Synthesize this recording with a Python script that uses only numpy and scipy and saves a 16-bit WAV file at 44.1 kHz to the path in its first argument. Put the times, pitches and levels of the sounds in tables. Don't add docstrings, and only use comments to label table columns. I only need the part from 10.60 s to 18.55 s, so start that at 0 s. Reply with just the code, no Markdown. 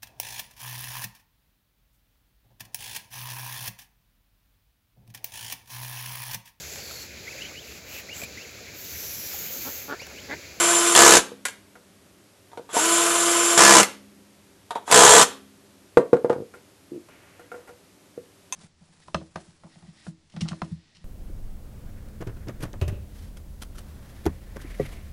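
import sys
import numpy as np
from scipy import signal
from scipy.io import wavfile

SR = 44100
rng = np.random.default_rng(int(sys.argv[2]) if len(sys.argv) > 2 else 0)


def unload_audio(sound):
    columns = np.transpose(np.atleast_2d(sound))
    steps = np.round(np.clip(columns, -1, 1) * 32767)
    wavfile.write(sys.argv[1], SR, steps.astype(np.int16))


N = 350595
TIME = np.arange(N) / SR

# start t/s, bolt seats t/s, stop t/s,
# full speed f/Hz (turns per second), motor level/dB before strain, whine level/dB relative to the motor
PULLS = [(-1, .3616, .615, 343.6, -20.7, -5), (2.12, 2.9772, 3.246, 343.4, -21.5, -5.3),
         (4.288, 4.3246, 4.65, 353.6, -21.5, -12)]
# multiple of motor speed, relative level/dB
SHAFT_ORDERS = [(.5, -22), (1, -0.5), (1.5, -15), (2, -7), (3, -9), (4, -15.5), (6, -16), (9, -10),
                (15, -20), (16, -16), (18, -16.5), (19, -21), (21, 0), (22, -12.5), (24, -9.5), (25, -6.5),
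                (26, -9), (28, -11.5), (31, -15)]
# f/Hz, relative level/dB per Hz
GEAR_COLOUR = [(90, -40.5), (170, -22.5), (280, -10.5), (440, -5.5), (520, -2.5), (830, -7), (1150, 1),
               (1550, -1.5), (1850, -7), (3100, -5), (4600, -11), (7000, -6), (10400, -5), (12800, -21.5)]
# f/Hz, relative level/dB, time to fall by 60 dB t60/s
HOUSING_MODES = [(520, -27, .03), (725, -20.5, 0.044), (1154, -7.5, .02), (1490, 0.5, 0.024),
                 (3080, -6.5, .007), (3640, -7.5, 0.0094), (7580, 16.5, 0.0079), (10000, 2, 0.0034)]
# snap level/dB, chatter level/dB, engine case ring level/dB, jolt level/dB
CLUTCH_LEVELS = [(-14.6, -15.2, -21.5, -18.3), (-14.5, -14.7, -20, -19.5), (-16, -12, -17.5, -20.5)]
# f/Hz, relative level/dB per Hz
SNAP_COLOUR = [(60, -22.5), (200, -13), (450, 1), (1000, 1.5), (1500, 0), (2200, -6), (4500, -8.5),
               (6500, 3.5), (8000, 1.5), (10500, -7), (12500, -20), (15000, -55)]
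# f/Hz, relative level/dB per Hz
CHATTER_COLOURS = [
    [(24, -47.5), (40, -18.5), (166, -23.5), (197, -14), (377, -4.5), (480, -1), (641, -11.5), (1490, -9),
     (1810, -11.5), (6990, -12), (12800, -26), (16600, -54), (22000, -120)],
    [(24, -68), (40, -21.5), (158, -30.5), (201, -5.5), (239, -22.5), (343, -4), (377, -8.5), (944, -7.5),
     (3920, -14), (7160, -10.5), (12800, -32), (16600, -61), (22000, -120)],
    [(24, -57), (40, -27.5), (311, -19), (480, 0.5), (582, -6.5), (990, -6), (2360, -19.5), (3230, -11.5),
     (4990, -18), (7700, -9.5), (12800, -37), (16600, -63.5), (22000, -120)],
]
# f/Hz, relative level/dB per Hz
JOLT_COLOUR = [(60, -25.5), (200, -14.5), (400, 0), (500, 2), (750, -3.5), (1000, -2), (1550, -1.5),
               (1900, -11.5), (4000, -23), (9000, -44.5)]

# f/Hz, relative level/dB, time to fall by 60 dB t60/s
CASE_MODES = [(206, -14, 0.06), (344, -12, .07), (425, -3, .07), (489, 0.5, 0.1), (548, -4, .07),
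              (697, -5.5, 0.066), (830, -3.5, .07), (900, -5.5, .05), (987, 1.5, 0.066), (1040, -6, 0.059),
              (1170, -0.5, 0.087), (1260, -3.5, .04), (1380, -4, .04), (1455, 0, .07), (1504, 1, .07),
              (1554, -3, 0.056), (1640, -8, .05)]
BOLT_MODES = [(350, -12, 0.046), (464, -5, 0.06), (725, 2, 0.058), (875, -1, 0.02), (926, 16, 0.037),
              (1100, -4, .035), (1330, -7, 0.044), (1768, -11.5, .03), (3500, -13, .02)]
BIT_MODES = [(970, -1.5, 0.026), (1850, -15, .04), (2670, -2, 0.14), (3440, 0.5, 0.067), (6050, 1, .035),
             (6970, 0.5, 0.033), (7800, -4.5, 0.035), (10100, -2.5, .04)]
CHUCK_MODES = [(458, -9, .08), (958, -8, .06), (1620, 0, .11), (2175, -4, .07), (2832, -6, .07),
               (3978, -3, .08), (5950, 0, .03), (7400, -3, .06)]
BENCH_MODES = [(214, -22.5, 0.13), (313, -9, 0.033), (413, 0, 0.028), (481, 20, 0.047), (520, -2, .05),
               (624, -11.5, 0.07), (770, -5.5, 0.047), (950, -11, .04), (1160, -11, .045),
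               (1357, -14, .045)]
TOOL_MODES = [(485, -9, 0.22), (530, -21.5, 0.24), (728, -8.5, 0.085), (960, -27, .07), (1400, 2, 0.044),
              (1534, -10, .07), (2160, -7, 0.03)]
PART_MODES = [(1010, 1, 0.031), (2630, -4, 0.054), (3560, -1, .03), (6300, 8, 0.033), (6710, -1, 0.033),
              (8470, 2, 0.031), (9800, -7, .04)]

# t/s, ring peak level/dB, contact time t/ms, crack level/dB, crack decay t/s
BOLT_TAPS = [(1.917, -39.5, .3, -48, 0.0041), (1.932, -36, 0.33, -47, 0.0026),
             (1.974, -27.5, 0.26, -37, 0.0049), (2.091, -35, 0.12, -43.5, 0.03),
             (2.1668, -7, 0.4, -29, 0.014), (4.107, -17, 0.12, -25, 0.0061),
             (4.154, -34.5, 0.13, -33.5, 0.015), (4.1575, -13, 0.31, -37, 0.0039),
             (4.278, -24, .45, -34, .03), (4.302, -18, .9, -27, .03)]
BIT_CLINKS = [(.351, -8.5, 0.14, -6, 0.0028), (3.2305, -22, 0.11, -7, 0.0026), (4.3135, -15, .2, -11, .005),
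              (4.627, -20, 0.075, -9.5, .003)]
CHUCK_CLICKS = [(.853, -28, .05, -19.7, .0072), (.884, -33, .2, -30.5, .005)]
BENCH_KNOCKS = [(.718, -28.5, 0.6, -43, .004), (1.976, -29.5, 0.62, -47, 0.0043),
                (1.995, -29, 0.8, -42, 0.0036), (5.3712, 4, 0.63, -7.5, 0.007),
                (5.5306, 1.5, 0.75, -19, 0.011), (5.568, -34, 0.93, -27, 0.0047),
                (5.6455, -8, 0.47, -28, 0.012), (5.697, -38, 0.95, -19.5, 0.0055),
                (5.701, -6, 0.43, -26, 0.021), (5.729, -21, .7, -24.5, 0.0056),
                (7.577, -24, 0.75, -46, 0.005)]
TOOL_NUDGES = [(1.155, -41, 0.033, -45.5, .012), (5.939, -36, 0.054, -45, 0.03),
               (6.486, -51, .1, -46, 0.0088), (6.795, -39, 0.83, -44.5, 0.015),
               (6.917, -29.5, 0.33, -42, .02), (6.943, -29.5, 0.91, -48, 0.079),
               (7.075, -49, .3, -44, 0.022), (7.092, -35.5, 0.82, -46, .01)]
PART_CLINKS = [(7.9245, -14, 0.03, -33, 0.0055), (7.936, -27, .03, -41, .004)]

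# f/Hz, relative level/dB per Hz
TAP_CRACK = [(100, -22.5), (420, 0.5), (1200, 4), (2500, -8.5), (3600, -5), (5000, -17), (9500, -16.5),
             (12500, -28), (15000, -58)]
CLINK_CRACK = [(100, -17.5), (500, -5.5), (1600, 0), (3000, -2), (5000, -7), (7000, -1.5), (10000, -6),
               (12500, -14.5), (15000, -49.5)]
BENCH_CRACK = [(80, -28), (250, -10), (700, 9.5), (1400, -0.5), (2500, -18.5), (5000, -27.5), (9000, -29.5),
               (12500, -40.5), (15000, -52.5)]
TOOL_CRACK = [(150, -5.5), (500, 5), (900, -1), (1400, -3.5), (2200, -10), (3500, -22), (8000, -20),
              (13000, -22.5)]

# start t/s, attack t/s, hold t/s, release t/s, level/dB, sag/dB per s
FOOT_JUDDER = (6.307, .014, .065, .012, -34, 70)
SLEEVE_BRUSH = (6.47, .03, .35, .07, -55.5, 14)
# f/Hz, relative level/dB, time to fall by 60 dB t60/s
FOOT_MODES = [(278, -4, 0.036), (331.6, 2, 0.069), (425, -6, 0.035)]
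# f/Hz, relative level/dB per Hz
CLOTH_COLOUR = [(300, -1), (1200, -2), (2200, 0.5), (3000, -6), (5000, -27), (12000, -33)]

# f/Hz, relative level/dB per Hz
BACKGROUND_COLOUR = [(15, -62), (25, -32.5), (37, -29), (53, -14.5), (102, 0), (126, -11), (186, -3),
                     (248, -10), (276, -1.5), (367, -8.5), (397, -1), (430, -13), (558, -9), (743, -15.5),
                     (12800, -24.5), (16600, -50.5), (22000, -120)]
# f/Hz, time to fall by 60 dB t60/s
ROOM_DECAY = [(100, 0.24), (300, 0.49), (600, 0.32), (1500, 0.34), (3500, .37), (8000, 0.25), (13000, 0.37)]
# f/Hz, relative level/dB, time to fall by 60 dB t60/s
STANDING_MODES = [(98, -9, 2.4), (204, -3.5, 2.5), (269.7, 2, 1.4), (390, -11, 1.9)]

SPIN_UP_S, BRAKE_S = .026, .025
LOUDNESS_POWER, STRAIN_DB, STRAIN_S = 1.25, 2.2, .06
CREEP_S, CREEP_DB, WHISTLE_HZ, WHISTLE_DB = .02, -41, 3350, -47
TURNS_PER_SLIP, LAST_SLIP_S = 5, .033
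TIGHTEN_DB_PER_S = 8
JOLT_LEAD_S = .001
RECOIL_LEAD_S = .03
ROCK_START_S, ROCK_GAP_S, ROCK_SHRINK = 5.7615, .022, .9
ROCK_DB, ROCK_LOSS_DB, ROCK_CONTACT_MS = -22, .4, 1.55
BACKGROUND_DB = -56
EDGE_HZ = 12850


def motor(wobble=0.0009, gears_db=-3, housing_db=-8, bite=0.41, flutter_db=0.8, waver=.35, surge_db=-1.5):
    speed, level, singing, surge = np.zeros((4, N))
    for start, seat, stop, full_hz, motor_db, whine_db in PULLS:
        share = throttle(start, stop)
        strain = 1 - np.exp(-np.maximum(TIME - seat, 0) / STRAIN_S)
        speed += full_hz * share
        level += amp(motor_db + STRAIN_DB * strain) * share ** LOUDNESS_POWER
        singing += amp(whine_db) * share ** 4
        surge += 4 * share * (1 - share) * (TIME < seat)
    on = level > 0
    angle = 2 * np.pi * np.cumsum(speed * (1 + wobble * wander(60))) / SR

    whine = np.zeros(N)
    for order, db in SHAFT_ORDERS:
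        unsteady = 1 + waver * order / (order + 2) * wander(25)[on]
        start_phase = 2 * np.pi * rng.random()
        whine[on] += amp(db) * unsteady * np.sin(order * angle[on] + start_phase)
    whine = singing * whine / np.std(whine[on])
    growl = amp(surge_db) * surge * np.sin(3 * angle)

    turn_pulse = np.exp(bite * np.cos(angle))
    rub = unit(rng.standard_normal(N) * turn_pulse * amp(flutter_db * wander(120)))
    gear_noise = amp(gears_db) * through(rub, colour(GEAR_COLOUR))
    housing_ring = amp(housing_db) * through(rub, ring(HOUSING_MODES))
    noise = gear_noise + housing_ring
    return level * (whine + growl + noise) + amp(CREEP_DB) * creeping() * noise


def throttle(start, stop):
    since, left = np.maximum(TIME - start, 0), np.maximum(stop - TIME, 0)
    spin_up = since ** 2 / (since ** 2 + SPIN_UP_S ** 2)
    return spin_up * (1 - np.exp(-left / BRAKE_S))


def creeping():
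    return sum(np.exp(-((TIME - start) / CREEP_S) ** 2) for start, *_ in PULLS)


def whistle():
    return amp(WHISTLE_DB) * creeping() * np.sin(2 * np.pi * WHISTLE_HZ * TIME)


def clutch(snap_s=0.0023, chatter_s=.012, uneven_db=0.64):
    out, t = np.zeros(N), TIME[:4000]
    for pull, levels, chatter_colour in zip(PULLS, CLUTCH_LEVELS, CHATTER_COLOURS):
        start, seat, stop, full_hz, *_ = pull
        snap_db, chatter_db, case_db, jolt_db = levels
        slipping = (TIME >= seat) & (TIME < stop - LAST_SLIP_S)
        slips = pulses(full_hz * throttle(start, stop)[slipping] / TURNS_PER_SLIP)
        slips = unit(slips * amp(uneven_db * rng.standard_normal(N)[slipping]))
        slips = np.pad(slips, (0, len(t)))
        tight = amp(TIGHTEN_DB_PER_S * (TIME[:len(slips)] - (stop - seat) / 2))
        add(out, seat, amp(case_db) * through(slips * tight, ring(CASE_MODES)))
        add(out, seat - JOLT_LEAD_S, amp(jolt_db) * through(slips, colour(JOLT_COLOUR)))

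        snap = (snap_db, snap_s, SNAP_COLOUR)
        chatter = (chatter_db, chatter_s, chatter_colour)
        for db, decay_s, points in (snap, chatter):
            fade = np.exp(-2 * t / decay_s) * 2 / (decay_s * SR)
            power = abs(through(slips ** 2, fade))
            grit = np.sqrt(power) * rng.standard_normal(N)[:len(slips)]
            add(out, seat, amp(db) * through(grit, colour(points)))
    return out


def recoil(ring_db=-16, contact_ms=.8, crack_db=-42, crack_s=.004):
    rows = [(stop - RECOIL_LEAD_S, ring_db, contact_ms, crack_db, crack_s) for _, _, stop, *_ in PULLS]
    return blows(rows, CASE_MODES, TAP_CRACK)


def blows(rows, modes, crack_spectrum):
    out, body, crack_colour = np.zeros(N), ring(modes), colour(crack_spectrum)
    t = np.arange(len(body)) / SR
    for s, ring_db, contact_ms, crack_db, crack_s in rows:
        u = 1000 * t / contact_ms
        push = u * np.exp(-2 * u)
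        tone = through(body, push)
        crack = through(rng.standard_normal(len(t)) * np.exp(-t / crack_s), crack_colour)
        add(out, s, amp(ring_db) * tone / abs(tone).max() + amp(crack_db) * crack)
    return out


def rocking(count=4, crack_db=-49, crack_s=.0045):
    gaps = ROCK_GAP_S * ROCK_SHRINK ** np.arange(count - 1)
    times = ROCK_START_S + np.cumsum(np.r_[0, gaps])
    return [(s, ROCK_DB - k * ROCK_LOSS_DB, ROCK_CONTACT_MS, crack_db, crack_s) for k, s in enumerate(times)]


def handling(judder_hz=72, uneven=.25, soft_hz=450):
    rate = judder_hz * amp(2 * wander(70)) * (1 + uneven * np.tanh(wander(50)))
    soften = signal.butter(3, soft_hz, fs=SR, output="sos")
    slips = signal.sosfilt(soften, pulses(rate))
    foot = unit(through(slips, ring(FOOT_MODES)))
    cloth = through(rng.standard_normal(N), colour(CLOTH_COLOUR))
    return swell(*FOOT_JUDDER) * foot + swell(*SLEEVE_BRUSH) * cloth


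def swell(start, attack_s, hold_s, release_s, db, sag_db_per_s):
    t = np.maximum(TIME - start, 0)
    rise = np.minimum(t / attack_s, 1) ** 2
    release = np.exp(-np.maximum(t - attack_s - hold_s, 0) / release_s)
    return rise * amp(db - sag_db_per_s * t) * release


def workshop(x, near_db, near_s, tail_db, standing_db):
    t = TIME[:SR]
    near, far = rng.choice([-1., 1.], (2, SR)) * (rng.random((2, SR)) < .1)
    near = near * np.exp(-t / near_s) * (t > .0035)
    hz, at, bands = signal.stft(far * (t > .013), SR, nperseg=256)
    fade = amp(-60 * at / read(ROOM_DECAY, hz)[:, None])
    tail = signal.istft(bands * fade, SR, nperseg=256)[1][:SR]
    echoes = amp(near_db) * near / np.linalg.norm(near) + amp(tail_db) * tail / np.linalg.norm(tail)
    standing = amp(standing_db) * through(x, ring(STANDING_MODES, size=90000))
    return x + through(x, echoes) + standing


def background():
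    return amp(BACKGROUND_DB) * through(rng.standard_normal(N), colour(BACKGROUND_COLOUR, size=8192))


def amp(db):
    return 10 ** (np.asarray(db) / 20)


def unit(x):
    return x / np.sqrt(np.mean(x ** 2) + 1e-20)


def read(points, hz):
    f, value = np.transpose(points)
    return np.interp(np.log(hz + 1), np.log(f + 1), value)


def add(mix, s, sound):
    part = mix[max(round(s * SR), 0):][:len(sound)]
    part += sound[:len(part)]


def through(x, response):
    return signal.oaconvolve(x, response)[:len(x)]


def colour(points, size=4096):
    level_db = read(points, abs(np.fft.fftfreq(size, 1 / SR)))
    log_gain = np.log(amp(np.maximum(level_db, -100)))
    response = np.fft.ifft(np.exp(signal.hilbert(log_gain).conj())).real
    return response / np.linalg.norm(response)


def ring(modes, size=12000):
    t = np.arange(size) / SR
    response = sum(amp(db - 60 * t / t60) * np.sin(2 * np.pi * hz * t) for hz, db, t60 in modes)
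    low_cut = signal.butter(2, modes[0][0], "high", fs=SR, output="sos")
    response = signal.sosfilt(low_cut, response)
    return response / np.linalg.norm(response)


def wander(hz):
    return unit(np.interp(TIME * hz, np.arange(4000), rng.standard_normal(4000)))


def pulses(rate):
    return np.diff(np.floor(np.cumsum(rate) / SR), prepend=-1)


def scene():
    drill = motor() + whistle() + clutch() + recoil()
    metal = blows(BOLT_TAPS, BOLT_MODES, TAP_CRACK) + blows(BIT_CLINKS, BIT_MODES, CLINK_CRACK)
    metal += blows(CHUCK_CLICKS, CHUCK_MODES, CLINK_CRACK) + blows(PART_CLINKS, PART_MODES, CLINK_CRACK)
    bench = blows(BENCH_KNOCKS + rocking(), BENCH_MODES, BENCH_CRACK)
    bench += blows(TOOL_NUDGES, TOOL_MODES, TOOL_CRACK) + handling()
    drill = workshop(drill, near_db=-6, near_s=0.0071, tail_db=-15, standing_db=-41.5)
    metal = workshop(metal, near_db=-4, near_s=0.011, tail_db=-10.5, standing_db=-32.5)
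    bench = workshop(bench, near_db=-7.0, near_s=0.027, tail_db=-21.5, standing_db=-48.5)
    return (drill + metal + bench + background())[None]


def record(dry, knee=6):
    clipped = dry / (1 + abs(dry / .84) ** knee) ** (1 / knee)
    low_cut = signal.butter(1, 25, "high", fs=SR, output="sos")
    coupled = signal.sosfilt(low_cut, clipped)
    high_cut = signal.firwin(511, EDGE_HZ, window=("kaiser", 8), fs=SR)
    return signal.oaconvolve(coupled, high_cut[None], "same")


dry = scene()
out = record(dry)
unload_audio(out)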